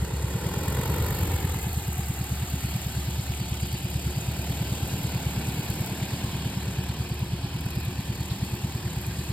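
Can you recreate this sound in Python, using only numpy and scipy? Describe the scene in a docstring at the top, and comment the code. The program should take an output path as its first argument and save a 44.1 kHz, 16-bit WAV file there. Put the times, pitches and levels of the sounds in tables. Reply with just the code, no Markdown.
"""Spraying drone over a rice field

A large drone brakes, turns and hovers low. Its four rotors are sums of blade harmonics plus bands of noise
that the blades chop; short bright flashes of hiss and shifting ground echoes are added.
Far off a slow single-cylinder engine, likely a water pump, thuds about nine times a second: swept tone bursts
with echoes and a ring. Faint chirps of narrow noise ride on some beats, over a low hum and a soft rumble.
Now and then something dry crackles faintly close by, as short bursts of noise."""
import sys
import numpy as np
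from scipy import signal
from scipy.fft import rfft, irfft
from scipy.io import wavfile

SR = 44100
rng = np.random.default_rng(int(sys.argv[2]) if len(sys.argv) > 2 else 0)


def generate_wav(sig):
    """Save sig (samples, or channels by samples) to the path in sys.argv[1] as 16-bit PCM at SR."""
    pcm = np.round(np.clip(np.atleast_2d(sig).T, -1, 1) * 32767).astype(np.int16)
    wavfile.write(sys.argv[1], SR, pcm)


N = 411012
T = np.arange(N) / SR  # time of every sample, s
HZ = np.maximum(np.fft.rfftfreq(N, 1 / SR), 1)  # frequency of every spectrum bin, Hz

# phase by which the left microphone leads the right: [f/Hz, phase/rad]
MIC_LEAD = [(0, 0), (300, 0), (550, -.4), (1000, -.15), (1300, -.4), (1900, 0), (2400, 1.7), (2900, 2.1),
            (3600, .4), (4800, 0), (5400, 2.4), (6000, 3.14), (7900, 6.28), (10200, 9.42), (12350, 12.57),
            (14700, 15.7), (16000, 17.6)]
# how alike left and right are: [f/Hz, likeness 0-1]
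MIC_LIKENESS = [(60, 1), (200, 0.97), (400, 0.6), (900, 0.91), (1700, 0.89), (2400, 0.75), (3500, 0.45),
                (4800, 0.17), (6000, 1), (8000, 1), (15000, 1)]

# colour of the open-air rumble: [f/Hz, relative level/dB]
RUMBLE_COLOUR = [(20, -42), (30, -22), (48, -2), (80, 0), (150, -1.5), (250, -14), (500, -23), (1500, -43)]

# basic level of the low hum: [t/s, level/dB]
HUM_LEVEL_CURVE = [(0, -33.5), (.6, -38.5), (1.5, -34.5), (2.8, -37), (3.6, -38.5), (5.2, -37), (6.1, -49),
                   (6.8, -39), (7.4, -40.5), (8.2, -45), (9.32, -39.5)]
HUM_START_HZ, HUM_RISE_HZ_PER_S = 68.7, .5
HUM_WAVER_DB, HUM_FLUTTER_DB = 1.2, 1.4  # spread of the slower and the faster changes of level

# the engine's governor hunts a little: [t/s, time to the next beat/s]
BEAT_SPACING = [(0, .1097), (.6, .10921), (2, .10925), (2.5, .10898), (3.3, .10938), (4.9, .10897),
                (5.8, .10849), (6.6, .10906), (7.6, .10919), (9.32, .10934)]
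# echoes of every beat from dykes and trees: [delay/s, level relative to the beat/dB]
BEAT_ECHOES = [(0.0166, -20), (0.033, -26), (.0432, -19), (0.062, -19.5), (.0865, -17), (0.093, -23.5)]
# change in level of the silencer's ring: [t/s, relative level/dB]
RING_TREND = [(0, -5), (2.5, -4.5), (3.3, -1.5), (5, -2.5), (7, -1), (9.32, -1)]
FIRST_BEAT_S = .0297

# the clearest chirps, in step with the thuds: [t/s, level before the common gain/dB, f/Hz]
CLEAR_CHIRPS = [(3.416, -48, 4600), (3.634, -48, 4700), (3.744, -46, 4600), (5.165, -49, 4410)]
# weak chirps on the later beats: starting level before the common gain, its spread, its fade, middle pitch
WEAK_CHIRP_DB, CHIRP_SPREAD_DB, CHIRP_FADE_DB_PER_S, WEAK_CHIRP_HZ = -54, 2, 0.6, 4600
CHIRP_HALF_WIDTH_HZ = 100

# crackles and scuffs, as of dry grass and grit underfoot: [t/s, level/dB, decay/s, centre f/Hz]
DRY_CRACKLES = [(3.284, -41, .003, 2400), (3.336, -32.5, 0.0024, 2570), (6.89, -46, 0.013, 4000),
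                (7.425, -43, 0.021, 3745), (8.295, -43, 0.033, 3954), (9.185, -44, 0.017, 3880)]
CRACKLE_RISE, CRACKLE_WIDTH = .25, 1.27  # rise as a share of the decay; ratio of band edge to centre

# basic speed of the front and the rear rotors: [t/s, blade passes per s]
FRONT_SPEED = [(0, 34), (.2, 34), (.55, 42), (1, 49), (1.3, 47), (1.75, 38.3), (3.2, 38.2), (3.5, 34.5),
               (3.8, 35), (4.5, 39.5), (5.4, 36.8), (6.1, 38.5), (7.3, 38), (7.6, 41.5), (8.4, 38.7),
               (9.32, 38.5)]
REAR_SPEED = [(0, 38.13), (.5, 36.16), (.75, 36.36), (1.25, 42.19), (2, 37.37), (3.2, 38.07), (3.7, 35.96),
              (4, 38.5), (4.5, 40.84), (5, 39.5), (5.45, 37.71), (5.85, 38.04), (6.3, 41.77), (6.65, 38.18),
              (7, 39.2), (7.7, 40.32), (8.3, 37.75), (9.32, 37.18)]
# strength of a blade harmonic by its pitch: [f/Hz, relative level/dB]
BLADE_TONE_COLOUR = [(36, -18), (55, -14), (80, 8.5), (115, -7.5), (145, 2.5), (190, 2.5), (220, -5),
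                     (250, -4.5), (285, -2.5), (330, -7.5), (400, -12), (600, -15), (900, -17), (1200, -17)]
# balance of the two lowest blade harmonics: [t/s, relative level/dB]
GROWL_TREND = [(0, 4), (.5, 2.5), (.9, 1), (1.2, 6.5), (1.65, 7), (2.3, 2), (3, 4), (4.5, -3), (5.6, -1),
               (6.4, -4), (7.7, 2), (9.32, -4)]
# balance of the blade harmonics above the second: [t/s, relative level/dB]
BUZZ_TREND = [(0, -1), (.9, 0), (1.7, -1), (2.6, -2), (3.5, 0), (4.5, 3), (5.3, 1.5), (6.3, 0.5),
              (7.3, 2.5), (8.2, 2.5), (9.32, 1)]
JOSTLE_RAD = .06  # spread of the push by which gusts move a blade out of step

# colours of the rotor noise, from low to high: [f/Hz, relative level/dB]
DOWNWASH_COLOUR = [(20, -38), (35, -8), (50, 6), (80, 7), (150, 7), (195, 8.5), (245, -1), (330, -2.5),
                   (420, -6), (650, -13), (850, -38)]
ROAR_COLOUR = [(290, -13), (390, 1), (470, 1), (570, -2.5), (660, -14.5), (780, -35)]  # hollow roar of the inflow
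WAKE_COLOUR = [(480, -24), (680, 2), (850, 0.5), (1200, -3), (1700, -3.5), (2150, -3), (2800, -53)]
SWISH_COLOUR = [(1700, -62), (2250, -2), (2500, 1.5), (2720, 1.5), (2950, 1), (3450, -2.5), (4300, -2.5),
                (4700, -3.5), (5700, -9), (7200, -83)]
HISS_COLOUR = [(4600, -108), (6100, 4.5), (7800, 5), (10000, 2.5), (12000, 1), (15800, -19)]
SIZZLE_COLOUR = [(8000, -33), (11000, -4), (13000, 8.5), (14400, 6.5), (15800, -3)]

# swing of the rotors' rush as the drone nears and turns: [t/s, relative level/dB]
RUSH_SWING = [(0.0, 0.7), (0.8, 5), (1.3, 3.5), (1.9, -0.7), (2.7, -0.3), (3.8, -2), (5.3, 1.5), (6.4, 1),
              (7.3, -2.14), (9.32, -1.4)]
# slow trend of the low downwash: [t/s, relative level/dB]
DOWNWASH_TREND = [(0, -0.5), (1.1, 1), (2.3, -5.5), (3.5, -2), (4.5, 1.5), (6.3, .5), (7.3, 0), (9.32, 2)]
# inflow roar, beamed at the listener as the drone tilts; before effort and chop: [t/s, level/dB]
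ROAR_CURVE = [(0, -45), (.9, -44), (1.299, -44.5), (1.8, -53.5), (2.6, -52), (3.4, -53), (4.5, -46.5),
              (5.3, -47), (7.2, -54.5), (9.32, -56.5)]
# slow trend of the swish: [t/s, relative level/dB]
SWISH_CURVE = [(0.0, -3), (1.7, -2.1), (3.3, 1.57), (9.32, 0)]
# swing of the tip hiss and sizzle: [t/s, relative level/dB]
TREBLE_SWING = [(0.0, 0), (1.0, 1), (2.299, 1.5), (3.8, 0.5), (5.6, 1.5), (6.4, -1), (7.4, -5), (8.4, -2),
                (9.32, -1.8)]

# basic level of each layer (dB) and the share of the rush's swing that it follows
TONES_DB, TONES_FOLLOW = -37.5, 1.74
WASH_DB, WASH_FOLLOWS = -44.3, 1.22
WAKE_DB, WAKE_FOLLOWS = -46, 0.89
SWISH_DB, SWISH_FOLLOWS = -43.5, 0.69
# the tip noise follows the treble's swing instead, the hiss in full
HISS_DB, SIZZLE_DB, SIZZLE_FOLLOWS = -44.5, -49, 1.6
# rotor sound grows as a power of the speed relative to hovering
HOVER_PER_S, EFFORT_POWER, SIZZLE_POWER = 38.4, 0.51, 3.4  # first one in blade passes per s
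# depth of the chop (0-1) when hovering, the extra in a manoeuvre,
# and the change of speed that brings it on (blade passes per s)
CHOP_HOVER, CHOP_EXTRA, MANOEUVRE_PER_S = 0.47, 0.26, 5.5
# share of the chop made by the rotor tilted toward the listener: when hovering, and the extra
LEAD_SHARE, LEAD_EXTRA = .48, .3

# a tilted rotor beams a flash of hiss at the listener once a turn:
# [first flash t/s, last flash t/s, middle level/dB]
FLASH_TIMES = [(.683, .683, -30), (1.023, 1.27, -33.5), (1.629, 1.98, -33.5), (2.085, 2.293, -35),
               (2.5, 2.92, -38.5), (3.495, 3.902, -35), (4.875, 5.032, -35.5), (5.487, 5.861, -33.5),
               (6.836, 7.243, -39), (7.608, 7.85, -37.5), (8.448, 8.552, -39.5), (8.963, 9.066, -37)]
# colour of every flash: [f/Hz, relative level/dB]
FLASH_COLOUR = [(4800, -28), (6200, -10), (8000, -1.5), (11000, -1), (13000, 1.5), (14400, 4), (15800, -7)]
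FLASH_RISE_S, FLASH_FALL_S, FLASH_SPREAD_DB = .0006, .0028, 1.8

# echoes off the flooded field and the near bank: [t/s, spacing of the notches/Hz, strength 0-1]
FIELD_PATH = [(0, 483, 0.37), (.9, 470, 0.57), (1.4, 437, 0.48), (2, 396.3, 0.37), (2.8, 370, 0)]
BANK_PATH = [(0, 726, 0), (3.3, 763, 0.22), (9.32, 855, 0.18)]
# an echo at a grazing angle comes back inverted: [t/s, spacing of the notches/Hz, signed strength]
GRAZING_PATH = [(0, 730, -0.09), (1.2, 670, -0.041), (2, 504, -0.13), (4, 555, -0.036), (6, 655, -0.16),
                (9.32, 726, -.16)]

CUTOFF_HZ = 15850


def from_db(db):
    """Turn decibels into a gain."""
    return 10 ** (np.asarray(db) / 20)


def rms_one(x):
    """Scale a sound to unit power."""
    return x / np.sqrt(np.mean(x ** 2))


def in_time(rows):
    """Read each column of a time curve at every sample."""
    s, *columns = np.transpose(rows)
    return [np.interp(T, s, column) for column in columns]


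def at_hz(points, hz):
    """Read a spectrum on a log-frequency axis."""
    f, value = np.transpose(points)
    return np.interp(np.log(hz), np.log(f), value)


def drift(rate):
    """Smooth random curve of spread 1; a higher rate (Hz) makes it change faster."""
    # low-passed noise, made only once every 100 samples
    r = np.exp(-200 * np.pi * rate / SR)
    noise = rng.standard_normal(N // 100 + 2002)
    slow = signal.lfilter([1], [1, -2 * r, r * r], noise)[2000:]
    return np.interp(np.arange(N) / 100, np.arange(len(slow)), rms_one(slow))


def band_filter(order, low_hz, high_hz):
    """A filter that passes only the band between two frequencies."""
    return signal.butter(order, [low_hz, high_hz], "band", fs=SR, output="sos")


def air_noise(spectrum):
    """Coloured noise at two microphone ports, partly alike and shifted in phase; rms 1."""
    mid, side = rfft(rng.standard_normal((2, N)))
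    alike = np.clip(at_hz(MIC_LIKENESS, HZ), 0, .999)
    sign = np.array([[1], [-1]])  # left, right
    lead = np.exp(.5j * sign * np.interp(HZ, *np.transpose(MIC_LEAD)))
    pair = (np.sqrt(1 + alike) * mid + sign * np.sqrt(1 - alike) * side) * lead
    return rms_one(irfft(pair * from_db(at_hz(spectrum, HZ)), N))


def open_air():
    """Low rumble shared by both ports, and a very faint breeze that is separate at each."""
    breeze = signal.sosfilt(band_filter(2, 34, 130), rng.standard_normal((2, N)))
    return from_db(-43) * air_noise(RUMBLE_COLOUR) + from_db(-69) * rms_one(breeze)


def low_hum():
    """A low sine tone that creeps up in pitch and wavers in level."""
    hz = HUM_START_HZ + HUM_RISE_HZ_PER_S * T
    level_db = in_time(HUM_LEVEL_CURVE)[0] + HUM_WAVER_DB * drift(1.3) + HUM_FLUTTER_DB * drift(5.6)
    tone = np.sqrt(2) * np.sin(2 * np.pi * np.cumsum(hz) / SR)
    return tone * from_db(level_db)


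def firing_times():
    """Add up the slightly changing gaps to get the moment of every exhaust beat."""
    times = [FIRST_BEAT_S]
    while times[-1] < T[-1]:
        times.append(times[-1] + np.interp(times[-1], *np.transpose(BEAT_SPACING)))
    return np.array(times[:-1])


def thud(low_hz, high_hz, sweep_at, sweep_s, rise, fall):
    """One far exhaust beat: the bass runs ahead over the soft ground, so the pitch sweeps up."""
    t = np.arange(-SR // 20, SR // 20) / SR
    hz = low_hz + (high_hz - low_hz) / (1 + np.exp((sweep_at - t) / sweep_s))
    turns = np.cumsum(hz) / SR
    swell = 1 / (np.exp(-t / rise) + np.exp(t / fall))
    return swell * np.cos(2 * np.pi * (turns - turns[len(t) // 2]))


def engine(beat_db, uneven_db, ring_hz, ring_t60, ring_db, gas_db, echo_db):
    """Slightly uneven exhaust beats with echoes, and a faint ring of the silencer that bridges them."""
    at = np.round(firing_times() * SR).astype(int)
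    firings = np.zeros(N)
    firings[at] = from_db(uneven_db * rng.standard_normal(len(at)))
    beat = thud(low_hz=109, high_hz=380, sweep_at=.00567, sweep_s=.00248, rise=.0062, fall=.00235)
    beats = from_db(beat_db) * signal.fftconvolve(firings, beat)[len(beat) // 2:][:N]

    # the silencer rings mostly as a tone, with a little gas rushing through it
    t = T[:SR // 2]
    fade = from_db(ring_db - 60 * t / ring_t60) * (1 - np.exp(-t / 0.016))
    ring = fade * np.sin(2 * np.pi * ring_hz * t)
    gas = signal.sosfilt(band_filter(2, ring_hz - 12, ring_hz + 20), rng.standard_normal(N))
    silencer = signal.fftconvolve(firings, ring)[:N] + from_db(gas_db) * rms_one(gas)

    echoes = sum(from_db(level_db) * np.interp(T - delay, T, beats) for delay, level_db in BEAT_ECHOES)
    # many small echoes blur into a fading tail
    scatter = rng.standard_normal(len(t)) * np.exp(-t / 0.37) * (1 - np.exp(-t / 0.0035))
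    tail = rms_one(signal.fftconvolve(beats, scatter)[:N]) * beats.std() * from_db(echo_db)
    return beats + echoes + tail + silencer * from_db(in_time(RING_TREND)[0])


def weak_chirps():
    """Give each later beat a chirp of chance strength and pitch, on average slowly fading."""
    later = [s for s in firing_times() if 2.9 < s < 9.25]
    chances = rng.standard_normal((len(later), 2))
    weak = []
    for s, (force, pitch) in zip(later, chances):
        fade_db = CHIRP_FADE_DB_PER_S * (s - later[0])
        level_db = WEAK_CHIRP_DB - fade_db + CHIRP_SPREAD_DB * force
        weak.append((s, level_db, WEAK_CHIRP_HZ * np.exp(0.05 * pitch)))
    return weak


def chirps(length, gain_db):
    """Each chirp is a brief swell of narrow noise, made by moving slow noise up to the chirp's pitch."""
    out, t = np.zeros((2, N)), np.arange(-SR // 20, SR // 20) / SR
    narrow = signal.butter(2, CHIRP_HALF_WIDTH_HZ, fs=SR, output="sos")
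    for s, level_db, hz in list(CLEAR_CHIRPS) + weak_chirps():
        real, imag = signal.sosfilt(narrow, rng.standard_normal((2, len(t))))
        lead = np.interp(hz, *np.transpose(MIC_LEAD)) * np.array([[1], [0]])
        tone = (rms_one(real) + 1j * rms_one(imag)) * np.exp(1j * (2 * np.pi * hz * t + lead))
        swell = np.exp(-(t / length) ** 2)
        start = round(s * SR) - len(t) // 2
        out[:, start:start + len(t)] += tone.real * swell * from_db(level_db + gain_db)
    return out


def crackles():
    """Each crackle is a burst of band noise that dies at once; the longer ones also start more softly."""
    out, t = np.zeros((2, N)), T[:SR // 8]
    for s, level_db, decay, hz in DRY_CRACKLES:
        band = band_filter(3, hz / CRACKLE_WIDTH, hz * CRACKLE_WIDTH)
        burst = rms_one(signal.sosfilt(band, rng.standard_normal((2, len(t)))))
        shape = np.exp(-t / decay) * (1 - np.exp(-t / (CRACKLE_RISE * decay)))
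        start = round(s * SR)
        out[:, start:start + len(t)] += burst * shape / shape.max() * from_db(level_db)
    return out


def echo(x, path, dull_hz):
    """The ground returns the sound a little later and duller; the delay follows the drone."""
    spacing, strength = in_time(path)
    soft = signal.sosfiltfilt(signal.butter(1, dull_hz, fs=SR, output="sos"), x)
    # notches lie one over the delay apart
    return strength * np.array([np.interp(T - 1 / spacing, T, side) for side in soft])


def shimmer(x, depth_db, rate, grain_db, grain_rate, count=24):
    """Restless air makes each narrow band of the sound swell slowly and flutter quickly on its own."""
    centres, spectrum, out = np.geomspace(600, 6000, count), rfft(x), 0
    for share in np.eye(count):
        # each band fades into its neighbours
        band = irfft(spectrum * np.interp(np.log(HZ), np.log(centres), share), N)
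        out = out + band * from_db(depth_db * drift(rate) + grain_db * drift(grain_rate))
    return out


def blade_flashes():
    """A tilted rotor spits short bright noise once a turn, each time with chance strength."""
    speed, gain = in_time(FRONT_SPEED)[0], np.zeros(N)
    t = np.arange(-SR // 100, SR // 40) / SR
    shape = 1 / (np.exp(-t / FLASH_RISE_S) + np.exp(t / FLASH_FALL_S))
    shape = shape / shape.max()
    for first, last, level_db in FLASH_TIMES:
        # two blade passes make one turn
        turns = round(abs(last - first) * np.interp((first + last) / 2, T, speed) / 2)
        for s in np.linspace(first, last, turns + 1):
            start = round((s + t[0]) * SR)
            flash_db = level_db + FLASH_SPREAD_DB * rng.standard_normal()
            gain[start:start + len(t)] += shape * from_db(flash_db)
    return air_noise(FLASH_COLOUR) * gain


def rotor(speed, wander, flutter_db, sharpness, count=26):
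    """One rotor: its harmonic hum, and the noise swell (mean 1) as each blade swings toward the listener."""
    passes = in_time(speed)[0] * (1 + wander * drift(1.2))
    # gusts jostle the blades, which blurs the higher harmonics together
    angle = 2 * np.pi * (np.cumsum(passes) / SR + rng.random()) + JOSTLE_RAD * drift(6)
    growl, buzz = from_db(in_time(GROWL_TREND)[0]), from_db(in_time(BUZZ_TREND)[0])
    hum = np.zeros(N)
    for k in range(1, count + 1):
        # the level changes slowly, so every 100th sample is enough
        level_db = at_hz(BLADE_TONE_COLOUR, k * passes[::100]) + flutter_db * drift(4)[::100]
        level = np.interp(T, T[::100], from_db(level_db))
        tone = level * np.sin(k * angle + 2 * np.pi * rng.random())
        hum += tone * (growl if k <= 2 else buzz)
    # the two blades are not quite alike, so every other swell is stronger
    swell = np.exp(sharpness * np.cos(angle)) * (1 + 0.19 * np.cos(angle / 2))
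    return rms_one(hum), swell / swell.mean()


def drone():
    """Four rotors: blade tones below, chopped turbulence above, then ground echoes and flashes."""
    speed, rush_db, treble_db = (in_time(rows)[0] for rows in (FRONT_SPEED, RUSH_SWING, TREBLE_SWING))
    low_db, roar_db, mid_db = (in_time(rows)[0] for rows in (DOWNWASH_TREND, ROAR_CURVE, SWISH_CURVE))

    lead_hum, lead_swell = rotor(FRONT_SPEED, wander=0.00287, flutter_db=2.0, sharpness=2.16)
    others = [rotor(REAR_SPEED, wander=0.004104, flutter_db=3.0, sharpness=0.44),
              rotor(FRONT_SPEED, wander=.025, flutter_db=2.5, sharpness=8.8),
              rotor(REAR_SPEED, wander=.025, flutter_db=5.0, sharpness=0.95)]
    hums, swells = zip(*others)
    hum = rms_one(lead_hum + 0.7 * hums[0] + 0.57 * (hums[1] + hums[2]))
    hum = hum * from_db(TONES_DB + TONES_FOLLOW * rush_db)

    # in a manoeuvre the chop deepens and the rotor tilted toward the listener takes it over
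    manoeuvre = np.tanh(np.abs(speed - HOVER_PER_S) / MANOEUVRE_PER_S)
    lead_share = LEAD_SHARE + LEAD_EXTRA * manoeuvre
    swell = lead_share * lead_swell + (1 - lead_share) * np.mean(swells, axis=0)
    depth = CHOP_HOVER + CHOP_EXTRA * manoeuvre

    def chopped(reach):
        """Noise gain whose power follows the blades."""
        share = np.clip(depth * reach, 0, 1)
        return np.sqrt(1 - share + share * swell)

    def layer(colour, level_db, reach):
        """One band of rotor noise, chopped by the blades."""
        return air_noise(colour) * from_db(level_db) * chopped(reach)

    wash = layer(DOWNWASH_COLOUR, WASH_DB + WASH_FOLLOWS * rush_db + low_db, reach=0.22)
    roar = layer(ROAR_COLOUR, roar_db + 1.0 * drift(25), reach=0.74)
    wake = layer(WAKE_COLOUR, WAKE_DB + WAKE_FOLLOWS * rush_db, reach=0.85)
    swish = layer(SWISH_COLOUR, SWISH_DB + SWISH_FOLLOWS * rush_db + mid_db, reach=0.3)
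    hiss = layer(HISS_COLOUR, HISS_DB + treble_db + 1.05 * drift(30), reach=0.89)
    # the highest hiss is beamed most narrowly, so it is chopped hardest
    sizzle_db = SIZZLE_DB + SIZZLE_FOLLOWS * treble_db + 0.72 * drift(40)
    sizzle = layer(SIZZLE_COLOUR, sizzle_db, reach=1.2)
    rush = shimmer(wake + swish, depth_db=.8, rate=1.8, grain_db=1.7, grain_rate=30)
    rush = rush * from_db(.6 * drift(90))

    effort = speed / HOVER_PER_S
    direct = (hum + wash + roar + rush + hiss) * effort ** EFFORT_POWER
    direct = direct + sizzle * effort ** SIZZLE_POWER
    ground = echo(direct, FIELD_PATH, dull_hz=2720) + echo(direct, BANK_PATH, dull_hz=2660)
    ground = ground + echo(direct, GRAZING_PATH, dull_hz=3500)
    return direct + ground + blade_flashes()


def scene():
    """Add up the open air, low hum, far engine, chirps, crackles and drone."""
    pump = engine(beat_db=-12.5, uneven_db=0.83, ring_hz=356.5, ring_t60=0.17,
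                  ring_db=-33.5, gas_db=-52, echo_db=-20.5)
    background = open_air() + low_hum() + pump
    return background + chirps(length=0.025, gain_db=0.5) + crackles() + drone()


def record(dry):
    """Cut the top steeply with a low-pass filter."""
    return signal.sosfilt(signal.ellip(12, .1, 80, CUTOFF_HZ, fs=SR, output="sos"), dry)


dry = scene()
out = record(dry)
generate_wav(out)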